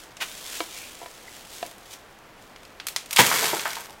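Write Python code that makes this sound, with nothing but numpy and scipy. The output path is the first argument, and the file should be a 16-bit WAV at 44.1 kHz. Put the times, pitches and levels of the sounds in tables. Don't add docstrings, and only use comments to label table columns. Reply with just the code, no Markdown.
import sys
import numpy as np
from scipy import signal
from scipy.fft import rfft, irfft
from scipy.io import wavfile
from scipy.ndimage import uniform_filter1d

SR = 44100
rng = np.random.default_rng(int(sys.argv[2]) if len(sys.argv) > 2 else 0)


def persist_wave(psi):
    counts = np.round(np.clip(psi, -1, 1) * 32767).astype(np.int16)
    wavfile.write(sys.argv[1], SR, np.atleast_2d(counts).T)


N = 176400
T = np.arange(N) / SR
CRASH_S = 3.187
FLOW_REF_DB = -45


def from_db(db):
    return 10 ** (np.asarray(db) / 20)


def rms_one(x):
    return x / np.sqrt(np.mean(x ** 2) + 1e-20)


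def colour(x, points):
    size = 8192
    hz = np.fft.rfftfreq(size, 1 / SR)
    point_hz, point_db = np.transpose(points)
    db = np.interp(np.log(np.maximum(hz, 1)), np.log(point_hz), point_db)
    gain = rms_one(from_db(db) * np.clip(hz / point_hz[0], .1, 1) ** 2)
    cepstrum = irfft(np.log(gain))
    cepstrum[1:size // 2] *= 2
    cepstrum[size // 2 + 1:] = 0
    return signal.fftconvolve(x, irfft(np.exp(rfft(cepstrum))))[:len(x)]


def butter(x, hz, kind, order=2):
    sos = signal.butter(order, np.clip(hz, 10, SR / 2 - 1000), kind, fs=SR, output="sos")
    return signal.sosfilt(sos, x)


def add(out, start_s, x):
    i = int(start_s * SR)
    out[i:i + len(x)] += x[:N - i]


def burst(t60_s, snap=2.3):
    t = T[:SR // 4]
    x = rng.standard_normal(len(t)) * from_db(-60 * np.minimum(t / t60_s, 2))
    x[:2] = -snap
    return x


def swell(start_s, rise_s, hold_s, t60_s):
    fall = from_db(-60 * np.clip((T - start_s - rise_s - hold_s) / t60_s, 0, 3))
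    return rng.standard_normal(N) * np.clip((T - start_s) / rise_s, 0, 1) * fall


def workshop_hum():
    # frequency in Hz, relative level in dB.
    spectrum = [(25, 2.5), (70, -4.5), (700, -1.5), (2000, -7.5), (4000, -17), (9000, -28.5)]
    return from_db(-49.5) * colour(rng.standard_normal(N), spectrum)


def grains(flow, per_s, spread_db, clump_db):
    db = np.interp(T, *np.transpose(flow), left=-120)
    chance = np.clip(per_s * from_db(.5 * (db - FLOW_REF_DB)) / SR, 1e-4, 1)
    size_db = spread_db * np.minimum(rng.exponential(1, N), 5)
    sizes = rms_one(from_db(size_db) * rng.choice([-1, 1], N))
    surge = rms_one(uniform_filter1d(rng.standard_normal(N), size=150))
    avalanches = rms_one(from_db(clump_db * surge))
    hits = rng.random(N) < chance
    return hits / np.sqrt(chance) * sizes * avalanches * from_db(db)


def stream(flow, per_s, spread_db, stray_db, stray_t60_s=.0096):
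    stray_flow = [(s, .67 * (db - FLOW_REF_DB) + FLOW_REF_DB) for s, db in flow]
    strays = grains(stray_flow, per_s=100, spread_db=3, clump_db=0)
    decay = from_db(-120 / (stray_t60_s * SR))
    energy = signal.lfilter([1 - decay], [1, -decay], strays ** 2 + 1e-18)
    rattle = rng.standard_normal(N) * np.sqrt(energy)
    return grains(flow, per_s, spread_db, clump_db=1.94) + from_db(stray_db) * rattle


def sifting():
    # time in seconds, relative level of the flow in dB.
    flow = [(0, -48.5), (.13, -62.5), (.2, -64), (.215, -42), (.42, -43.5), (.49, -39), (.6, -37),
            (.67, -46.5), (.79, -42), (.94, -48.5), (1.2, -51.5), (1.38, -48.5), (1.48, -52), (1.54, -43),
            (1.65, -46.5), (1.77, -59.5), (1.9, -51.5), (1.935, -40), (1.98, -58), (2.15, -66), (2.37, -63),
            (2.42, -56.5), (2.5, -63)]
    # frequency in Hz, relative level in dB.
    spectrum = [(300, -11), (900, -10), (1800, -5), (2700, -3.5), (3300, 0), (4100, -3.5), (7000, -3.5),
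                (15500, -12.5)]
    return from_db(1.57) * colour(stream(flow, per_s=12000, spread_db=2, stray_db=-10.5), spectrum)


def granule_ticks():
    # start in seconds, relative level in dB, treble cutoff in Hz.
    ticks = [(.169, -30.5, 7500), (.776, -31, 12000), (1.663, -34, 14000), (1.7127, -37.5, 12000),
             (1.782, -42, 13000), (2.561, -34, 4500), (2.632, -40, 8000), (2.6518, -36.5, 6400),
             (2.7999, -20.5, 3500), (2.8687, -19, 12600), (2.885, -21.5, 12700), (2.9622, -12.5, 8000),
             (3.0598, -32.5, 10300), (3.109, -22.5, 13500), (3.1296, -17, 12200), (3.162, -12.5, 11000),
             (3.264, -14, 13000), (3.4547, -15, 5600), (3.595, -18, 5000), (3.7051, -23, 5770),
             (3.7548, -26.5, 8100), (3.806, -32, 14000)]
    # frequency in Hz, relative level in dB.
    spectrum = [(480, -16), (1150, -4.5), (1800, -5), (2350, 0.5), (4300, -0.5), (11000, -2.5), (15500, 0)]
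    out = np.zeros(N)
    for start_s, db, cutoff_hz in ticks:
        click = burst(t60_s=.031 * from_db(.11 * (db + 26)))
        tail = from_db(-14.5) * burst(t60_s=.28, snap=0)
        add(out, start_s, from_db(db) * butter(click + tail, cutoff_hz, "low"))
    return colour(out, spectrum)


def blade_bite():
    # frequency in Hz, relative level in dB.
    spectrum = [(450, -12.5), (1700, -7), (2400, -5), (3300, -5), (3900, -12), (14000, -24)]
    return from_db(-24) * colour(swell(start_s=.199, rise_s=.024, hold_s=0, t60_s=.092), spectrum)


def tray_knocks(thud_hz=535):
    # start in seconds, relative level in dB, favoured pitch in Hz,
    # loss in dB per octave away from it, snap of the edge in dB over the level.
    knocks = [(0.6044, -23, 470, 4, 4), (1.016, -34, 700, 10, -12), (1.029, -34, 754, 12, -8),
              (1.06, -33, 870, 12, 0), (1.6284, -20.5, 695, 32, -6), (1.6546, -40, 520, 6, 1)]
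    # frequency in Hz, relative level in dB, ring time (T60) in seconds.
    modes = [(316, -3, 0.11), (510, -3, 0.065), (696, 1, 0.046), (983, -2, 0.08), (1350, -7, 0.06),
             (2288, 2.5, 0.068)]
    out, t = np.zeros(N), T[:SR // 4]
    for start_s, db, pitch_hz, loss_per_octave, edge_db in knocks:
        edge = 2 * butter(burst(t60_s=.022), [1120, 3400], "band")
        add(out, start_s, from_db(db + edge_db) * edge)
        thud = 2 * butter(burst(t60_s=.097, snap=5.9), [thud_hz / 2, thud_hz * 2], "band")
        thud_db = db - 6 - loss_per_octave * abs(np.log2(thud_hz / pitch_hz))
        add(out, start_s, from_db(thud_db) * thud)
        for hz, mode_db, t60_s in modes:
            ring_db = db + mode_db - loss_per_octave * abs(np.log2(hz / pitch_hz))
            tone = np.sin(2 * np.pi * hz * t) * rng.choice([-1, 1])
            add(out, start_s, from_db(ring_db - 60 * t / t60_s) * tone)
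    return butter(out, 220, "high")


def blade_squeaks(slip_s=.004, roughness_db=5):
    # start in seconds, length in seconds, level in dB, pitch in Hz, pitch over bandwidth.
    squeaks = [(0.681, .24, -47, 2380, 7.7), (1.276, 0.017, -43, 2050, 30)]
    out, slip_times = np.zeros(N), np.arange(0, N / SR, slip_s)
    for start_s, length_s, db, hz, q in squeaks:
        slip_db = roughness_db * rng.standard_normal(N)[:len(slip_times)]
        force = np.interp(T, slip_times, from_db(slip_db))
        friction = force * butter(rng.standard_normal(N), [hz / np.sqrt(2), hz * np.sqrt(2)], "band")
        ring = signal.lfilter(*signal.iirpeak(hz, q, fs=SR), friction)[-int(length_s * SR):]
        arch = np.sin(np.linspace(0, np.pi, len(ring)))
        add(out, start_s, from_db(db) * rms_one(ring) * arch)
    return out


def shower(covering_db_per_s=10):
    # time in seconds, relative level of the flow in dB.
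    flow = [(3.09, -58), (3.125, -39.5), (3.16, -42), (3.165, -25.5), (3.203, -15), (3.24, -24.5),
            (3.36, -23.5), (3.48, -26), (3.6, -34.5), (3.75, -39.5), (3.86, -49.5), (4, -70.5)]
    # frequency in Hz, relative level in dB.
    granule_spectrum = [(650, -10.5), (1100, 1.5), (2300, 1), (8000, -2), (11000, -7), (13000, -4),
                        (15500, -13.5)]
    drum_spectrum = [(180, -6), (430, 0.5), (950, -1.5), (2200, -2), (10000, -29.5)]
    granules = stream(flow, per_s=2400, spread_db=3.5, stray_db=-2)
    bare = (T > CRASH_S) * from_db(-5.5 - covering_db_per_s * np.maximum(T - CRASH_S, 0))
    return colour(granules, granule_spectrum) + colour(granules * bare, drum_spectrum)


def clack_boom_and_clumps():
    # start in seconds, relative level in dB, pitch in Hz, decay time (T60) in seconds.
    hits = [(3.1706, -6.5, 2300, 0.023), (3.189, -7.5, 810, 0.046), (3.2, -26, 152, 0.28),
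            (3.314, -14.5, 1120, 0.086), (3.424, -24.5, 584, 0.27), (3.532, -20, 540, 0.12),
            (3.6555, -16.5, 1060, 0.12), (3.768, -29, 990, 0.15), (3.885, -40.5, 570, 0.24)]
    out = np.zeros(N)
    for start_s, db, hz, t60_s in hits:
        hit = butter(burst(t60_s, snap=4.5), [hz / 1.61, hz * 1.75], "band")
        band_gain = np.sqrt(SR / 2 / hz) / 2
        add(out, start_s, from_db(db) * hit * band_gain)
    return out


def crash():
    # frequency in Hz, relative level in dB.
    spectrum = [(70, -22), (125, 2), (650, -1), (2700, 1), (5000, -5.5), (15500, -12.5)]
    return from_db(-9.5) * colour(swell(CRASH_S, rise_s=.0045, hold_s=.015, t60_s=.046), spectrum)


def cardboard_box(impacts):
    # frequency in Hz, bandwidth in Hz, relative gain in dB.
    resonances = [(141, 45, 1.5), (432, 32, 1.5), (690, 30, 1.5), (916, 107, 2), (2217, 71, -1),
                  (3350, 170, -5.5)]
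    out = impacts.copy()
    for hz, width_hz, db in resonances:
        out += from_db(db) * signal.lfilter(*signal.iirpeak(hz, hz / width_hz, fs=SR), impacts)
    return out * from_db(-1)


def room_reflections(x, spots=4, spot_s=.02, t60_s=.36, delay_s=.0031):
    out, t = np.zeros(N), T[:SR // 2]
    for k in range(spots):
        away = abs((T / spot_s - k) % spots - spots / 2)
        share = np.cos(np.pi / 2 * np.minimum(away, 1))
        tail = rng.standard_normal(len(t)) * from_db(-60 * t / t60_s)
        tail *= np.clip(t / delay_s - 1, 0, 1)
        out += signal.fftconvolve(x * share, tail / np.linalg.norm(tail))[:N]
    return out


def scene():
    at_tray = blade_bite() + blade_squeaks() + sifting() + tray_knocks()
    at_box = cardboard_box(crash() + shower() + clack_boom_and_clumps())
    room = room_reflections(from_db(-13) * at_tray + from_db(-8.5) * at_box)
    return (at_tray + at_box + granule_ticks() + room + workshop_hum())[None]


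def record(dry):
    rounded = 1.2 * np.tanh(dry / 1.2)
    return signal.sosfilt(signal.ellip(10, .1, 80, 15800, fs=SR, output="sos"), rounded)


dry = scene()
out = record(dry)
persist_wave(out)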